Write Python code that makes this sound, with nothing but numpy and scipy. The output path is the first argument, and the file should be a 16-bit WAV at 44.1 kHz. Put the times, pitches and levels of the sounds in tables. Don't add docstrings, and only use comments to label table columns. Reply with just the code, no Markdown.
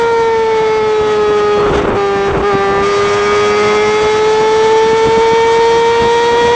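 import sys
import numpy as np
from scipy import signal
from scipy.fft import rfft, irfft
from scipy.io import wavfile

SR = 44100
rng = np.random.default_rng(int(sys.argv[2]) if len(sys.argv) > 2 else 0)


def file_out(sig):
    cols = np.atleast_2d(sig).T
    lim = np.clip(cols, -1, 1)
    pcm = np.round(lim * 32767).astype(np.int16)
    wavfile.write(sys.argv[1], SR, pcm)


N = 288855
TIME = np.arange(N) / SR
BINS = np.fft.rfftfreq(N, 1 / SR)
OPEN_RISE_S = 0.022


def amp(db):
    return 10 ** (np.asarray(db) / 20)


def evened(x):
    return x / np.sqrt(np.mean(x ** 2) + 1e-20)


def curves(rows):
    times, *columns = np.transpose(rows)
    return [np.interp(TIME, times, column) for column in columns]


def ramp(start, length):
    return np.clip((TIME - start) / length, 0, 1)


def bump(centre, half_length):
    return np.exp(-((TIME - centre) / half_length) ** 2)


def coloured(x, points):
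    hz, db = np.transpose(points)
    response = amp(np.interp(np.log(BINS + 1), np.log(hz), db))
    return evened(irfft(rfft(x) * response, N))


def wander(low_hz, high_hz):
    high_pass = 1 - 1 / (1 + (BINS / low_hz) ** 2)
    low_pass = 1 / (1 + (BINS / high_hz) ** 2) ** 2
    return evened(irfft(rfft(rng.standard_normal(N)) * high_pass * low_pass, N))


def by_state(values, state):
    return np.interp(state, np.arange(len(values)), values)


def firing_phase(hz, state):
    flutter = by_state([.0022, .0034, .0026], state) * wander(8.7, 28)
    return 2 * np.pi * np.cumsum(hz * (1 + flutter)) / SR


def howl(angle, hz, throttle, skew=-2.37, waver_db=0.2969, drift_db=0.37, count=5):
    # f/Hz, relative level eased off/dB, relative level throttle open/dB
    standing_waves = [(385.5, -15, -13.5), (420, -11.5, -12.5), (443, -12.5, -10), (503, -12, -13),
                      (802, -21.5, -36), (845, -25, -22), (884, -18.5, -16), (983, -16, -13.5),
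                      (1160, -23, -20.5), (1249, -21.5, -18.5), (1278, -25, -25), (1355, -32, -29.5),
                      (1385, -24, -30), (1540, -29.5, -30.5), (1730, -35.5, -29.5), (1810, -27.5, -28),
                      (1940, -35.5, -22.5), (1983, -37, -37.5), (2099, -44.5, -24.5), (2190, -28, -31.5),
                      (2285, -32, -27), (2420, -33, -34)]
    pipe_hz, eased_db, open_db = np.transpose(standing_waves)
    sharpen_db = 1.2 * ramp(2.43, OPEN_RISE_S)
    out = np.zeros(N)
    for k in range(1, count + 1):
        eased = np.interp(k * hz, pipe_hz, eased_db) + (k - 1) * sharpen_db
        opened = np.interp(k * hz, pipe_hz, open_db)
        db = (1 - throttle) * eased + throttle * opened
        db += waver_db * k * wander(2.5, 33) + drift_db * (k - 1) * wander(1, 2.3)
        out += np.sqrt(2) * amp(db) * np.cos(k * angle + skew)
    return out


def overtones(angle, hz, state, waver_db=1.7):
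    # multiple of the firing rate/1,
    # relative level eased off/dB, relative level pulling/dB, relative level at top revs/dB
    orders = [(0.25, -51.5, -37, -46), (0.5, -37, -28.5, -43.5), (0.75, -41.5, -38, -34.5),
              (1.25, -39.5, -33, -58.5), (1.5, -34.5, -29, -40), (1.75, -53, -31, -49.5),
              (2.25, -57, -33, -43), (2.5, -34.5, -31.5, -35), (2.75, -41, -31.5, -40),
              (3.25, -57, -39, -48.5), (3.5, -38, -32.5, -47.5), (3.75, -54, -36.5, -43.5),
              (4.25, -51, -37, -45), (4.5, -36.5, -36.5, -44.5), (4.75, -51.5, -36.5, -42.5),
              (5.25, -56, -42.5, -42.5), (5.5, -38.5, -29, -44), (5.75, -51.5, -42, -44),
              (6, -40.5, -35, -37.5), (6.5, -47.5, -42.5, -58.5), (7, -46.5, -58.5, -34.5),
              (7.5, -54.5, -54.5, -44.5), (8, -42.5, -37, -37.5)]
    # f/Hz, gain/dB
    pipe = [(1700, -1.5), (2050, 0), (2270, -1.5), (2500, -0.5), (2800, -0.5), (3130, -10), (3300, 1),
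            (3480, 2), (3750, -1)]
    # t/s, gain/dB
    uneven = [(0, -9.5), (.7, -2), (1.5, 2.5), (2.8, 4.5), (2.86, -2), (3.3, 1.5), (3.7, 1), (4.3, -2),
              (5.5, 0), (6.55, 1)]
    out = np.zeros(N)
    for order, *db in orders:
        pipe_db = np.interp(order * hz, *np.transpose(pipe))
        level = amp(by_state(db, state) + pipe_db + waver_db * wander(0.71, 16))
        out += np.sqrt(2) * level * np.cos(order * angle + 2 * np.pi * rng.random())
    uneven_db, = curves(uneven)
    return amp(uneven_db) * out


def cycle_buzz(angle, count=88, size=4096, crank_db=5):
    k = np.arange(count)
    height = amp(crank_db * (k % 2 == 0)) * (k > 24)
    shape = irfft(height * np.exp(2j * np.pi * rng.random(count)), size)
    place = angle / (8 * np.pi) % 1
    return evened(np.interp(place, np.arange(size) / size, shape))


def gas(angle, state, dip_db, depth=0.85, surge_db=0.54, sputter_db=1.44):
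    # t/s, half length/s, gain/dB
    swells = [(0.018, 0.051, 5.5), (.58, 0.05, 1.5), (1.103, .05, 4.5), (1.397, 0.018, 6),
              (1.767, 0.028, 8.5)]
    # f/Hz, relative level per Hz/dB
    roar_colour = [(200, -2.5), (450, 4.5), (680, 0.5), (950, 3), (1200, 2), (1500, 0.5), (2200, -2.5),
                   (2800, -11), (3500, -7), (4300, -21.5), (6000, -40.5)]
    hiss_colour = [(1500, -32.5), (3000, -3), (3700, -10), (4500, 5), (5100, -0.5), (5800, 2.5),
                   (6500, 0.5), (7300, -4), (8500, -8)]
    # eased off/dB, pulling/dB, top revs/dB
    roar_levels = [-29, -24.5, -24.5]
    hiss_levels = [-41.5, -32.5, -33]
    swell_db = sum(db * bump(centre, half) for centre, half, db in swells)
    flow_db = swell_db - dip_db + surge_db * wander(1.5, 6.5)
    puffs = (1 + depth * np.cos(angle + 1.85)) * (1 + 0.36 * np.cos(angle / 2))
    roar = evened(puffs * rng.standard_normal(N)) + amp(by_state([-3, -2, -3], state)) * cycle_buzz(angle)
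    hiss = evened(puffs * rng.standard_normal(N)) + amp(by_state([-2, -3, -4], state)) * cycle_buzz(angle)
    roar = amp(by_state(roar_levels, state)) * coloured(roar, roar_colour)
    hiss_db = by_state(hiss_levels, state) + sputter_db * wander(2.0, 25)
    return amp(flow_db) * (roar + amp(hiss_db) * coloured(hiss, hiss_colour))


def high_partials(angle, state, buffet, base_hz=3445, waver_db=2, masked_db=12):
    # firing rates above the base/1, level before fading eased off/dB, pulling/dB,
    # top revs/dB
    ladder = [(1, -42.5, -39.5, -40), (2, -44.5, -43, -38), (3, -45.5, -38, -46), (4, -49, -42.5, -45.5),
              (5, -48.5, -39, -42), (6, -50.5, -41, -46.5), (7, -63, -58, -57.5), (8, -55.5, -48.5, -48)]
    out = np.zeros(N)
    for rung, *db in ladder:
        phase = 2 * np.pi * (base_hz * TIME + rng.random()) + rung * angle
        level = amp(by_state(db, state) + waver_db * wander(0.21, 11.0))
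        out += np.sqrt(2) * level * np.cos(phase)
    return out * amp(-masked_db * buffet)


def tunnel(x, t60=0.93, size=40000):
    t = np.arange(size) / SR
    tail = rng.standard_normal(size) * amp(-60 * t / t60) * (t > .015)
    tail = signal.lfilter(*signal.butter(1, 4000, fs=SR), tail)
    return signal.fftconvolve(x, tail / np.linalg.norm(tail))[:N]


def buffeting(release_s=0.029, dip_lead_s=.085, dip_s=0.045, least=0.047):
    spells = [(1.575, 0.13, 1.98, 1, 18), (2.27, .035, 2.45, 0.86, 2.5)]
    strength, dip_db = np.zeros(N), np.zeros(N)
    for start, rise, end, top, db in spells:
        strength += top * ramp(start, rise) * (1 - ramp(end - release_s, release_s))
        dip_db += db * bump(end - dip_lead_s, dip_s)
    return np.maximum(strength, least), dip_db


def eddies(width=0.0014, gap_width=0.0063):
    # t/s, peak level/dB, share of the engine note blanked/1
    hits = [(1.715, -11, 0.7), (1.768, -20, 0.7), (1.789, -16, 0), (1.811, -17, 0.5), (1.837, -6, 0.7),
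            (1.866, -18, 0.8), (1.945, -7, 0.6), (2.326, -21, 0.63), (2.337, -17, 0.2), (2.391, -18, 0.7),
            (2.42, -16, 0.53), (2.553, -2.5, 0.14), (4.862, -12, .1), (4.933, -9, .1), (5.074, -5.5, 0.17),
            (5.088, -11, 0.14), (5.18, -13, 0.1), (5.335, -8, 0.1), (5.59, -15, .2)]
    thumps, gain = np.zeros(N), np.ones(N)
    for centre, db, blanked in hits:
        u = (TIME - centre) / width
        thumps += amp(db) * (1 - 2 * u ** 2) * np.exp(-u ** 2)
        gain *= 1 - blanked * bump(centre, gap_width)
    return thumps, gain


def rumble(buffet, level_db=-24):
    return amp(level_db) * buffet * wander(35, 98)


def wind(buffet, steady_db=-28.5, buffet_db=-19, lumpy_db=2.5):
    # t/s, half length/s, peak level/dB
    gusts = [(1.02, 0.011, -19), (1.29, 0.068, -24.5), (1.607, 0.033, -17.5), (2.156, .02, -24),
             (2.543, .015, -16.5), (2.753, 0.11, -20), (3.066, 0.034, -22), (3.45, 0.1, -26.5),
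             (4.05, 0.027, -21.5), (4.413, 0.034, -24), (5.08, 0.037, -19.5), (5.18, .025, -17.5),
             (5.766, .025, -19.5), (6.042, .035, -17), (6.35, .025, -17), (6.483, .07, -18.5)]
    # f/Hz, relative level per Hz/dB
    wind_colour = [(15, -15), (30, -8), (50, -3.5), (130, 1), (220, -0.5), (340, -2), (550, -2), (700, -7),
                   (1100, -9.5), (1700, -33.5), (3000, -36), (7000, -40)]
    power = amp(steady_db) ** 2 + (amp(buffet_db) * buffet) ** 2
    power += sum((amp(db) * bump(centre, half)) ** 2 for centre, half, db in gusts)
    lumps = evened(amp(lumpy_db * wander(3.2, 29)))
    return np.sqrt(power) * lumps * coloured(rng.standard_normal(N), wind_colour)


def scene(smear=0.71, chop=.55):
    # t/s, firing rate f/Hz
    revs = [(0, 467), (.42, 448.5), (.6, 439.4), (1.4, 416.5), (1.62, 414.6), (1.85, 407), (2, 400.5),
            (2.15, 397), (2.41, 395.5), (2.48, 412), (2.53, 394), (2.79, 396.5), (2.85, 402), (3.7, 420),
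            (5, 447.8), (5.4, 456.5), (6, 465.5), (6.55, 475.5)]
    hz, = curves(revs)
    throttle = ramp(2.815, OPEN_RISE_S)
    state = throttle * np.interp(hz, [417.5, 447], [1, 2])
    buffet, dip_db = buffeting()
    thumps, blanking = eddies()
    angle = firing_phase(hz, state) + smear * buffet * wander(26, 120)
    gaps = blanking / (1 + (chop * buffet * wander(15, 45)) ** 4)
    note = amp(0.11) * gaps * howl(angle, hz, throttle)
    rasp = overtones(angle, hz, state)
    upper = rasp + gas(angle, state, dip_db) + high_partials(angle, state, buffet)
    echo = tunnel(amp(-27.5) * note + amp(-12.5) * upper)
    return (note + blanking * upper + echo + wind(buffet) + rumble(buffet) + thumps)[None]


def record(dry, low_cut_hz=20, edge_hz=8560, ceiling=.82):
    rounded = dry / (1 + (dry / ceiling) ** 6) ** (1 / 6)
    low_cut = signal.butter(1, low_cut_hz, "high", fs=SR, output="sos")
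    out = signal.sosfilt(low_cut, rounded)
    band_limit = signal.firwin(801, edge_hz, window=("kaiser", 9), fs=SR)
    return signal.oaconvolve(out, band_limit[None], "same")


dry = scene()
out = record(dry)
file_out(out)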